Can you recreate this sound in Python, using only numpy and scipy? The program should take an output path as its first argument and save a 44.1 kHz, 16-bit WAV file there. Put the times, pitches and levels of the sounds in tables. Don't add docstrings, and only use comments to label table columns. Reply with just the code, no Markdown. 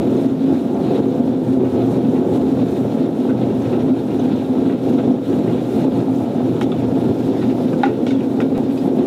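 import sys
import numpy as np
from scipy import signal
from scipy.io import wavfile

SR = 44100
rng = np.random.default_rng(int(sys.argv[2]) if len(sys.argv) > 2 else 0)


def bounce(signal):
    frames = np.transpose(np.atleast_2d(signal))
    limited = np.clip(frames, -1, 1)
    pcm = np.round(limited * 32767).astype(np.int16)
    wavfile.write(sys.argv[1], SR, pcm)


def nominal_scale(level):
    x = np.asarray(level, float) / 20
    return 10 ** x


N = 399546
SLOW = 40


def rms_one(x):
    return x / np.sqrt(np.mean(x ** 2) + 1e-20)


def peak_one(x):
    return x / np.abs(x).max()


def drift(rate):
    r = np.exp(-2 * np.pi * rate * SLOW / SR)
    settle = 2000
    white = rng.standard_normal(N // SLOW + settle + 2)
    return rms_one(signal.lfilter([1], [1, -2 * r, r * r], white)[settle:])


def spread(slow):
    return np.interp(np.arange(N) / SLOW, np.arange(len(slow)), slow)


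def curve(rows):
    return np.interp(np.arange(N) / SR, *np.transpose(rows))


def humps(rows, width_s):
    t = np.arange(N // SLOW + 1) * SLOW / SR
    return spread(sum(db * np.exp(-.5 * ((t - s) / width_s) ** 2) for s, db in rows))


def wobble(rows, turn_hz):
    mark_s, change_s = 3.3, 6.7
    t = np.arange(N) / SR
    swing_db = sum(db * np.cos(2 * np.pi * (k * turn_hz * (t - mark_s) + lead)) for k, db, lead in rows)
    return swing_db * np.where(t < change_s, 1, .3)


def resonate(x, hz, width_hz):
    r = np.exp(-np.pi * width_hz / SR)
    zeros = np.array([1, 0, -1]) * (1 - r * r) / 2
    return signal.lfilter(zeros, [1, -2 * r * np.cos(2 * np.pi * hz / SR), r * r], x)


def resonate_twice(x, hz, width_hz):
    return resonate(resonate(x, hz, width_hz), hz, width_hz)


def bandpass(x, low, high):
    return signal.sosfilt(signal.butter(2, [low, high], "band", fs=SR, output="sos"), x)


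def banded_noise(spectrum, patchy_db, rate):
    hz, db = np.transpose(spectrum)
    edges = hz[0] * 2 ** np.arange(0, np.log2(hz[-1] / hz[0]) + .2, 1 / 3)
    white = rng.standard_normal((2, N))
    together = drift(rate)
    out = 0
    for k, (low, high) in enumerate(zip(edges, edges[1:])):
        band_db = np.interp(np.log(low * high) / 2, np.log(hz), db)
        flicker_db = patchy_db * (together + .7 * drift(rate))
        out = out + bandpass(white[k % 2], low, high) * spread(nominal_scale(band_db + flicker_db))
    return rms_one(out)


def nearby(x):
    t = np.arange(SR // 20) / SR
    echoes = rng.standard_normal(len(t)) * nominal_scale(-60 * t / 0.069) * (t > .003)
    echoes = echoes / np.sqrt(np.sum(echoes ** 2))
    return rms_one(x + 0.28 * signal.oaconvolve(x, echoes)[:N])


def add(out, s, sound):
    at = round(s * SR)
    out[at:at + len(sound)] += sound[:N - at]


def struck(modes, luck):
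    touch_s = .0005
    t = np.arange(SR // 8) / SR
    rings = sum(nominal_scale(db + 2.2 * chance - 60 * t / t60) * np.sin(2 * np.pi * hz * t)
                for (hz, db, t60), chance in zip(modes, luck))
    return (1 - np.exp(-t / touch_s)) * rings


def rumble(level_db):
    # f/Hz, bandwidth/Hz, level/dB
    cabinet_modes = [(92, 28, -18.5), (122.5, 19, -7.5), (165.7, 18.1, -7.5), (223.3, 37.5, -6),
                     (253.6, 37, -1), (264.9, 20, 1), (303.6, 35, -6.5), (363.4, 46.6, -6),
                     (432.7, 59.4, -12), (495.6, 39.6, -11.5), (553, 35, -16), (677.3, 48, -17.5),
                     (797, 117, -23), (994, 65, -37)]
    # t/s, peak level/dB (not used), jump of the drive/dB
    belt_thumps = [(0.247, -5, 3), (0.345, -7, 2), (0.438, -6, -1), (0.637, -8, 6), (0.742, -9, 1.5),
                   (0.989, -4, 5.5), (1.055, -7, 5), (1.188, -9, 4), (1.316, -4, 5.5), (1.503, -7, 2),
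                   (1.725, -10, 7), (1.844, -8, 2), (1.91, -6, 0.5), (2.317, -8, 4.5), (2.615, -7, 2),
                   (2.747, -9, -1), (2.842, -7, 6.5), (3.147, -8, 5.5), (3.498, -5, 3), (3.669, -6, 1.5),
                   (3.842, -5, 5.5), (3.993, -9, 0), (4.226, -6, 4), (4.326, -6, 1.5), (4.413, -8, 3),
                   (4.895, -7, -1), (5.297, -6, -3), (5.369, -6, 0.5), (5.535, -3, 2.5), (5.741, -9, -0.5),
                   (5.844, -6, 3.5), (6.08, -9, 5.5), (6.202, -6, 6), (6.402, -5, 6), (6.556, -7, 1),
                   (6.677, -8, 2), (6.774, -7, -0.5), (6.961, -9, 3), (7.039, -5, 3), (7.204, -8, 4.5),
                   (7.367, -7, 0), (7.46, -10, 4), (7.582, -9, 3), (7.726, -4, 5.5), (8.126, -7, 5),
                   (8.201, -6, 4.5), (8.417, -6, 1), (8.504, -8, 3), (8.736, -8, -2.5), (8.868, -5, 5.5)]
    # t/s, level/dB
    main_swells = [(.36, 4), (.85, -2), (1.34, 3), (2.0, 1), (2.6, -1), (3.3, -0.5), (3.9, -0.5),
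                   (4.4, 0.5), (4.85, -2), (5.15, 2), (5.5, -1), (5.97, -2), (6.5, 1), (7.0, -0.5),
                   (7.35, -2), (7.68, 3.5), (8.1, 2), (8.5, 0), (8.9, 0)]
    # t/s, level/dB
    low_swells = [(.7, -2.5), (1.5, 0), (2.1, -4), (2.65, 0.5), (3.15, -4.5), (3.5, 2), (4.6, -2.5),
                  (5.7, 2.5), (6.55, 2.5), (6.8, 6), (7.75, -1.5), (8.3, -3), (8.9, -2.5)]
    # t/s, level/dB
    mid_swells = [(.6, -2), (1.5, 0), (2.2, 0.5), (3.0, 0.5), (3.6, 0.5), (4.26, -1.5), (4.85, -0.5),
                  (5.5, 0), (6.22, -2.5), (7.0, 0), (7.4, -1), (7.92, 4), (8.5, 0.5)]
    swell_s, thump_dies_s = .12, 0.011
    lead_in = SR // 4

    drive = rng.standard_normal((2, N + lead_in))
    drive *= nominal_scale(2.5 * rms_one(resonate(rng.standard_normal(N + lead_in), 35, 128)))
    jumps_db = np.zeros(N)
    for s, _, db in belt_thumps:
        add(jumps_db, s, db * np.exp(-np.arange(SR // 10) / SR / thump_dies_s))
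    drive[:, -N:] *= nominal_scale(jumps_db)

    # swell/dB, centre f/Hz, reach/octaves
    swells = [(humps(main_swells, swell_s), 265, 0.13),
              (humps(low_swells, swell_s), 95, .5),
              (humps(mid_swells, swell_s), 427, .4)]
    body = 0
    for k, (hz, width, db) in enumerate(cabinet_modes):
        swell_db = sum(swell * np.exp(-(np.log2(hz / centre) / reach) ** 2) for swell, centre, reach in swells)
        mode = resonate_twice(drive[k % 2], hz, 1.364 * width)[-N:]
        body = body + spread(nominal_scale(db + 1.07 * drift(4.0))) * nominal_scale(swell_db) * mode
    body = signal.sosfilt(signal.butter(4, 75, "high", fs=SR, output="sos"), body)
    return nominal_scale(level_db) * rms_one(body)


def tray_buzz(level_db):
    # f/Hz, level/dB per Hz
    buzz_spectrum = [(560, -20), (950, -7), (1140, -12), (1340, -15), (1460, -4.5), (2090, -8), (2380, -5),
                     (3140, -6), (3840, -9.5), (4580, -18.5), (6000, -15.5), (7800, -53), (13200, -120)]
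    # f/Hz, bandwidth/Hz, lift/dB
    tray_modes = [(1333, 170, 8), (2360, 72, 2.5), (3680, 190, 7.5), (3905, 90, 8), (4180, 58, 4.5)]
    buzz = nearby(banded_noise(buzz_spectrum, patchy_db=1.5, rate=17))
    lifts = sum((nominal_scale(db) - 1) * resonate(buzz, hz, width) for hz, width, db in tray_modes)
    return nominal_scale(level_db + 2.5) * rms_one(buzz + lifts)


def motor(gain_db):
    # multiple of the pull, level/dB
    slot_harmonics = [(12, -61), (13, -55.5), (14, -54.5), (15, -63.5), (16, -68.5), (17, -78)]
    # f/Hz, level/dB
    bearing_whistles = [(5674, -72.5), (7047, -72), (9453, -78), (10869, -80), (12355, -90), (13194, -85),
                        (15315, -88)]
    pull_hz = 99.65
    t = np.arange(N) / SR
    whine = sum(spread(nominal_scale(db + 2.0 + 2.6 * drift(2.5))) * np.sin(2 * np.pi * (k * pull_hz * t + rng.random()))
                for k, db in slot_harmonics)
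    white = rng.standard_normal(N)
    whistles = sum(nominal_scale(db) * rms_one(resonate_twice(white, hz, 40)) for hz, db in bearing_whistles)
    return nominal_scale(gain_db) * (whine + whistles)


def clay_hiss(level_db):
    # f/Hz, level/dB per Hz
    hiss_spectrum = [(2470, -26.5), (4200, -3.5), (4950, -15), (5490, -3.5), (6980, -4.5), (7570, -5),
                     (9740, -6.5), (13700, -9), (15500, -16)]
    return nominal_scale(level_db + 1.5) * nearby(banded_noise(hiss_spectrum, patchy_db=1.04, rate=15))


def skim():
    # middle t/s, level/dB, half length/s
    rib_touches = [(6.97, -61, .05), (7.15, -70, .2), (7.28, -69, .04), (7.5, -64, .16), (7.69, -59, .04),
                   (8.32, -64, .05), (8.41, -60, .03), (8.5, -66, .1), (8.74, -57, .04), (8.86, -56, .04),
                   (8.975, -59, .035)]
    # f/Hz, bandwidth/Hz, level/dB
    rib_modes = [(7870, 60, 6), (10700, 90, 4), (11300, 400, -4), (12600, 700, -4), (13050, 70, 0),
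                 (13650, 120, 0)]
    # t/s, level/dB
    slurry_fizz = [
        (6.7, -75),
        (6.8, -61),
        (7.4, -57),
        (7.75, -57),
        (7.9, -70),
        (8.3, -65),
        (8.6, -62),
        (9.06, -67),
    ]
    white, t = rng.standard_normal(N), np.arange(N) / SR
    rings = rms_one(sum(nominal_scale(db) * resonate(white, hz, width) for hz, width, db in rib_modes))
    touch = sum(nominal_scale(db) * np.clip(1 - ((t - s) / half) ** 2, 0, 1) for s, db, half in rib_touches)
    fizz = rms_one(resonate_twice(white, 5000, 1500))
    return rings * touch + fizz * nominal_scale(np.interp(t, *np.transpose(slurry_fizz), left=-120))


def squeal():
    # t/s, length/s, level/dB, f/Hz, bend in the middle/Hz
    skin_squeals = [
        (7.44, .27, -68, 13400, 580),
        (7.42, .3, -72, 10500, 150),
        (7.02, .12, -74, 10600, 0),
        (7.2, .1, -70, 10550, 0),
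        (6.9, .26, -71, 13500, 0),
        (7.08, .18, -72, 12250, 0),
        (8.4, .17, -70, 10150, 0),
        (8.82, .2, -70, 7900, 0),
    ]
    t, out = np.arange(N) / SR, 0
    for s, length, db, hz, bend_hz in skin_squeals:
        arch = np.clip(1 - (2 * (t - s) / length - 1) ** 2, 0, 1)
        pitch = hz + bend_hz * arch + spread(25 * drift(30))
        tone = np.sin(2 * np.pi * np.cumsum(pitch) / SR)
        out = out + spread(nominal_scale(db + 4 * drift(20))) * arch ** .3 * tone
    return out


def blow(db, edge_db, tip_db, splash_db, t60, rise_s, snap):
    # f/Hz, bandwidth/Hz
    part_modes = [
        [(1150, 200), (1300, 65), (1480, 23)],
        [(1880, 95), (2230, 65), (2500, 62), (2780, 62)],
        [(3050, 77), (3380, 96), (3630, 170)],
    ]
    t = np.arange(SR // 7) / SR
    tail = nominal_scale(-60 * t / t60) * (1 - np.exp(-t / rise_s))
    scuff = rng.standard_normal(len(t)) * (tail + snap * nominal_scale(-60 * t / 0.012))
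    scuff[0] += 3.7 * snap
    body, edge, tip = [peak_one(sum(resonate(resonate(scuff, hz, 3.0 * width), hz, 3.3 * width)
                                    for hz, width in part)) for part in part_modes]
    splash = peak_one(bandpass(scuff, 4000, 7200))
    mix = body + nominal_scale(edge_db) * edge + nominal_scale(tip_db) * tip + nominal_scale(splash_db + 6.5) * splash
    return nominal_scale(db - 4.5) * mix


def rattles():
    # t/s, body peak level/dB, edge and tip above it/dB
    tool_landings = [(0.949, -36, -8, 6), (1.639, -33.5, 3.5, -14), (2.15, -31, 2, -9), (2.35, -37, -2, 1),
                     (2.98, -43, 9, -7), (3.289, -25, -8, -17), (3.409, -31.5, 0, -1),
                     (3.629, -33, -10, -9), (3.725, -25, -4, -12), (3.79, -33, 0, 0), (4.1, -38, 3, -6),
                     (4.192, -35, -11, 4), (4.66, -33, -3, -1), (4.69, -26.5, -1, -8), (4.72, -31, 2, -5),
                     (4.98, -23, -6, -6), (5.321, -32, 2, -7), (5.472, -32, 3, -10), (5.53, -32, -9, 2),
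                     (7.415, -27.5, -1, -3), (7.494, -29, 0, -12), (8.545, -29, -1, -3.5)]
    out = np.zeros(N)
    for s, db, edge_db, tip_db in tool_landings:
        add(out, s, blow(db, edge_db, tip_db, -54 - db, t60=0.13, rise_s=0.0027, snap=.3))
    return out


def handling():
    # edge/dB, tip/dB, splash/dB
    rib_blows = [(6.564, -33, -10, 1, -13), (6.611, -21, -3, -8, -14.5), (6.614, -19, -8, -7, -22),
                 (6.622, -40.5, 2, 4, 1.5), (6.630, -37, 2, 0, 0), (6.639, -42, 0, 10, -6),
                 (6.718, -32, -2, -2, -20), (6.744, -39, -2, -9, -18), (7.698, -43, 0, -6, 2),
                 (7.730, -20.5, -6, -16, -27), (7.8330, -12.5, 0, -5, -27), (7.856, -21, -6, -7, -12),
                 (8.066, -33, 2, 2, -8), (8.077, -38, 4, 6, -10), (8.090, -39, 4, 6, -11),
                 (8.106, -32.5, 2, 3, -6), (8.119, -37, 3, 2, -9), (8.135, -40, 2, 2, -11),
                 (8.149, -39, 0, 5, -10), (8.204, -38, 10, -10, -14), (8.4022, -33, -1, -6, -20),
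                 (8.414, -32, 0, 2, -13), (8.775, -37, -5, 6, -4)]
    hard_db, longer_s_per_db = -19.5, 0.02
    out = np.zeros(N)
    for s, db, edge_db, tip_db, splash_db in rib_blows:
        t60 = 0.078 + longer_s_per_db * max(db - hard_db, 0)
        add(out, s, blow(db, edge_db, tip_db, splash_db, t60, rise_s=.0002, snap=2.5))
    return out


def jug():
    # t/s, peak level/dB
    wall_knocks = [
        (7.834, -2),
        (7.857, -22),
        (6.6115, -23),
        (8.067, -24),
    ]
    # f/Hz, level/dB, T60/s
    jug_modes = [(620, -19, 0.05), (808, -5.5, 0.13), (836, -6.5, 0.12), (1200, -13, 0.06),
                 (1445, -4, 0.075)]
    out = np.zeros(N)
    for s, db in wall_knocks:
        add(out, s, nominal_scale(db - 1.5) * struck(jug_modes, rng.standard_normal(len(jug_modes))))
    return bandpass(out, 400, 2500)


def grit():
    # t/s, peak level/dB, f/Hz
    grit_ticks = [(0.1657, -42, 6400), (0.2874, -47, 6340), (0.4286, -50, 6000), (0.5328, -46, 5870),
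                  (0.6047, -53, 6300), (0.7449, -46, 6200), (1.0836, -46, 6290), (1.6493, -47, 6270),
                  (2.0958, -49, 5870), (2.686, -45, 6210), (3.6213, -43, 6280), (3.8069, -46, 5750),
                  (4.1945, -40, 6190), (4.3636, -49, 6300), (4.9343, -44, 6290), (5.1199, -45, 5700),
                  (6.1596, -44, 6290), (6.3621, -46, 6270)]
    out = np.zeros(N)
    for s, db, hz in grit_ticks:
        add(out, s, struck([(hz, db + 5.0, .015)], [0]))
    return out


def rib_rings():
    # t/s, level/dB, f/Hz, T60/s
    rib_tinks = [(6.611, -28, 5300, .008), (6.1, -32, 1210, 0.02), (6.6118, -24, 3110, 0.026),
                 (6.612, -19, 1330, .03), (6.6122, -23, 950, .025), (6.6118, -28, 1750, .02),
                 (6.6122, -28, 2600, .015), (6.616, -27, 3300, .02), (6.655, -38, 3500, .06),
                 (6.6125, -31, 2190, .05), (6.619, -29, 3750, .025), (6.624, -29, 2180, 0.043),
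                 (6.624, -30, 2800, 0.035), (6.6385, -36, 3900, .03), (6.7185, -22, 3490, 0.017),
                 (6.7235, -28, 3450, 0.027), (6.7235, -30, 1250, .03), (6.7245, -33, 2300, .025),
                 (6.719, -32, 2650, .03), (6.7186, -26.5, 1270, .04), (6.762, -38, 2970, .05),
                 (7.839, -16, 1990, 0.03), (7.834, -24, 2750, .03), (7.835, -28, 2300, 0.03),
                  (7.835, -22, 3630, 0.035), (7.834, -27, 3200, .025), (7.848, -32, 2700, .04),
                  (7.8425, -19, 1120, .035), (7.842, -19, 380, .05), (7.8365, -20, 1700, .04),
                  (7.862, -23, 1450, .05), (7.878, -30, 1900, .04), (8.066, -23, 3350, .016),
                  (8.0665, -26, 2250, .025), (8.066, -39, 5700, .03), (8.078, -33, 3650, .05),
                  (8.087, -34, 2850, .04), (8.106, -29.5, 3620, .04), (8.107, -28, 2190, .04),
                  (8.106, -30, 1500, .04), (8.131, -35, 2800, .03), (8.149, -37, 3450, .03),
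                  (8.4031, -14, 1400, 0.012), (8.4032, -13, 1950, 0.008), (8.4032, -16, 2500, 0.01),
                  (8.4033, -27, 3100, .01), (8.4085, -30, 2000, .025), (8.412, -21, 1450, .018),
                  (8.427, -37, 2300, .08), (8.4045, -38, 5500, .015), (8.409, -25, 1360, .03),
                  (8.414, -31, 3550, .03), (8.418, -33, 2280, .12), (8.417, -31, 1570, .07),
                  (8.423, -37, 3700, .04), (8.776, -33, 2550, 0.04), (8.776, -38, 4800, .04),
                  (8.789, -41, 4950, .05)]
    out = np.zeros(N)
    for s, db, hz, t60 in rib_tinks:
        add(out, s, struck([(hz, db - 1.5, t60)], [0]))
    return out


def spray():
    # t/s, level/dB, T60/s, centre f/Hz, bandwidth/Hz
    spray_bursts = [
        (0.89, -49, .9, 3600, 1200),
        (6.611, -46, .1, 10000, 9000),
        (6.62, -46, .15, 4800, 2500),
        (7.35, -45, .5, 1800, 700),
        (7.833, -44, .3, 4500, 2500),
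        (8.066, -47, 0.29, 4800, 3500),
        (8.106, -50, .3, 4800, 3500),
        (8.066, -39.5, 0.4, 2800, 2200),
        (8.403, -44, .18, 4300, 3000),
    ]
    out, t = np.zeros(N), np.arange(SR // 4) / SR
    for s, db, t60, hz, width in spray_bursts:
        hiss = rms_one(resonate(resonate(rng.standard_normal(len(t)), hz, width), hz, 1.4 * width))
        add(out, s, hiss * nominal_scale(db - 60 * t / t60))
    return out


def studio(x):
    t = np.arange(SR // 3) / SR
    tail = resonate(rng.standard_normal(len(t)), 1500, 4900) * nominal_scale(-60 * t / 0.14) * (t > .004)
    return signal.oaconvolve(x, tail / np.sqrt(np.sum(tail ** 2)))[:N]


def scene():
    # t/s, level/dB
    drive_load = [(0.0, -14), (.9, -14.5), (1.3, -16), (2.0, -13.5), (3.2, -15.5), (3.8, -15), (4.4, -15),
                  (5.0, -13.5), (5.9, -15), (6.4, -16.5), (7.0, -14.5), (7.9, -16.5), (9.06, -14.5)]
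    # t/s, level/dB
    clay_wetness = [(0.0, -57), (.4, -55.5), (1.4, -58), (1.9, -55.5), (2.8, -55.5), (3.1, -58),
                    (4.5, -56.5), (5.8, -55.5), (6.5, -58), (7.0, -56.5), (7.7, -56), (8.3, -57.5),
                    (9.06, -55.5)]
    # t/s, level/dB
    gain_rides = [(.17, 2.5), (.385, -6), (.54, 3.5), (.69, -3.5), (.97, 4), (1.15, -0.5), (1.38, -3),
                  (1.87, 1), (2.14, 0.5), (2.33, 1.5), (2.73, 0.5), (3.11, -2.5), (3.76, 2), (4.05, -3),
                  (4.21, 1), (4.48, -3), (4.69, 0.5), (4.79, -3), (4.94, 3), (5.18, -3), (5.32, 0),
                  (5.8, 3.5), (6.48, 1), (5.97, 1.8), (7.72, 0), (7.95, -3), (8.11, -2), (8.27, -2),
                  (8.49, -3.5), (8.68, -1.5)]
    # t/s, level/dB
    belt_grips = [(.08, -1.5), (.28, 1), (.61, -2), (1.24, 2), (1.64, 3.5), (1.72, -4.5), (1.97, 1.5),
                  (3.4, -0.5), (3.85, -0.5), (4.36, 0.5), (4.8, -1.5), (5.1, 3), (5.24, -5.5), (5.33, 3),
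                  (5.62, -3), (5.71, -3.5), (6.0, 1.5), (6.4, 1), (6.75, -2.5), (7.1, 4), (7.21, -3),
                  (7.6, 0), (7.74, 0.5), (7.895, 5.5), (8.43, 3.5), (8.81, -5), (8.89, 0.5), (9.02, 4.5)]
    # times per turn, swing/dB, lead/cycles
    head_unevenness = [(1, 0.9, .17), (2, 1, 0.52), (3, 0.3, .2)]
    belt_unevenness = [(1, 0.55, -0.25), (2, 0.48, .29)]
    load_db, wet_db = curve(drive_load), curve(clay_wetness)
    ride_db, grip_db = humps(gain_rides, 0.047), humps(belt_grips, 0.027)
    head_db, belt_db = wobble(head_unevenness, 2.356), wobble(belt_unevenness, 2.385)

    tray_db = -48 + 0.44 * (load_db - load_db.mean()) + .4 * (wet_db - wet_db.mean())
    tray_db = tray_db + 0.82 * ride_db + .3 * grip_db + .9 * belt_db
    wheel = rumble(load_db + 0.94 * ride_db + grip_db + belt_db)
    wheel = wheel + tray_buzz(tray_db) + motor(tray_db - np.mean(tray_db))
    clay = clay_hiss(wet_db + 0.9 * ride_db + head_db) + skim() + squeal()
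    hits = rattles() + handling() + jug() + grit() + rib_rings()
    return (wheel + clay + hits + nominal_scale(-13.0) * studio(hits) + spray())[None]


def top_cut(x):
    return signal.sosfilt(signal.butter(12, 15640, fs=SR, output="sos"), x)


def record(dry):
    # t/s, level/dB, time of a 60 dB fall/s
    thump_steps = [
        (0.0, -11, .004),
        (8.5788, -19, .016),
    ]
    over_db = np.maximum(20 * np.log10(np.abs(dry[0]) + 1e-9) + 9, 0)
    fall_db = 65 * np.arange(N) / SR
    held_db = np.maximum.accumulate(over_db + fall_db) - fall_db
    x = dry[0] * nominal_scale(-.55 * signal.lfilter([.05], [1, -.95], held_db))
    x = x + nominal_scale(-65) * spread(drift(35)) + nominal_scale(-66.5) * rng.standard_normal(N)
    for s, db, t60 in thump_steps:
        add(x, s, nominal_scale(db - 60 * np.arange(SR // 10) / SR / t60))
    return top_cut(x[None])


dry = scene()
out = record(dry)
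bounce(out)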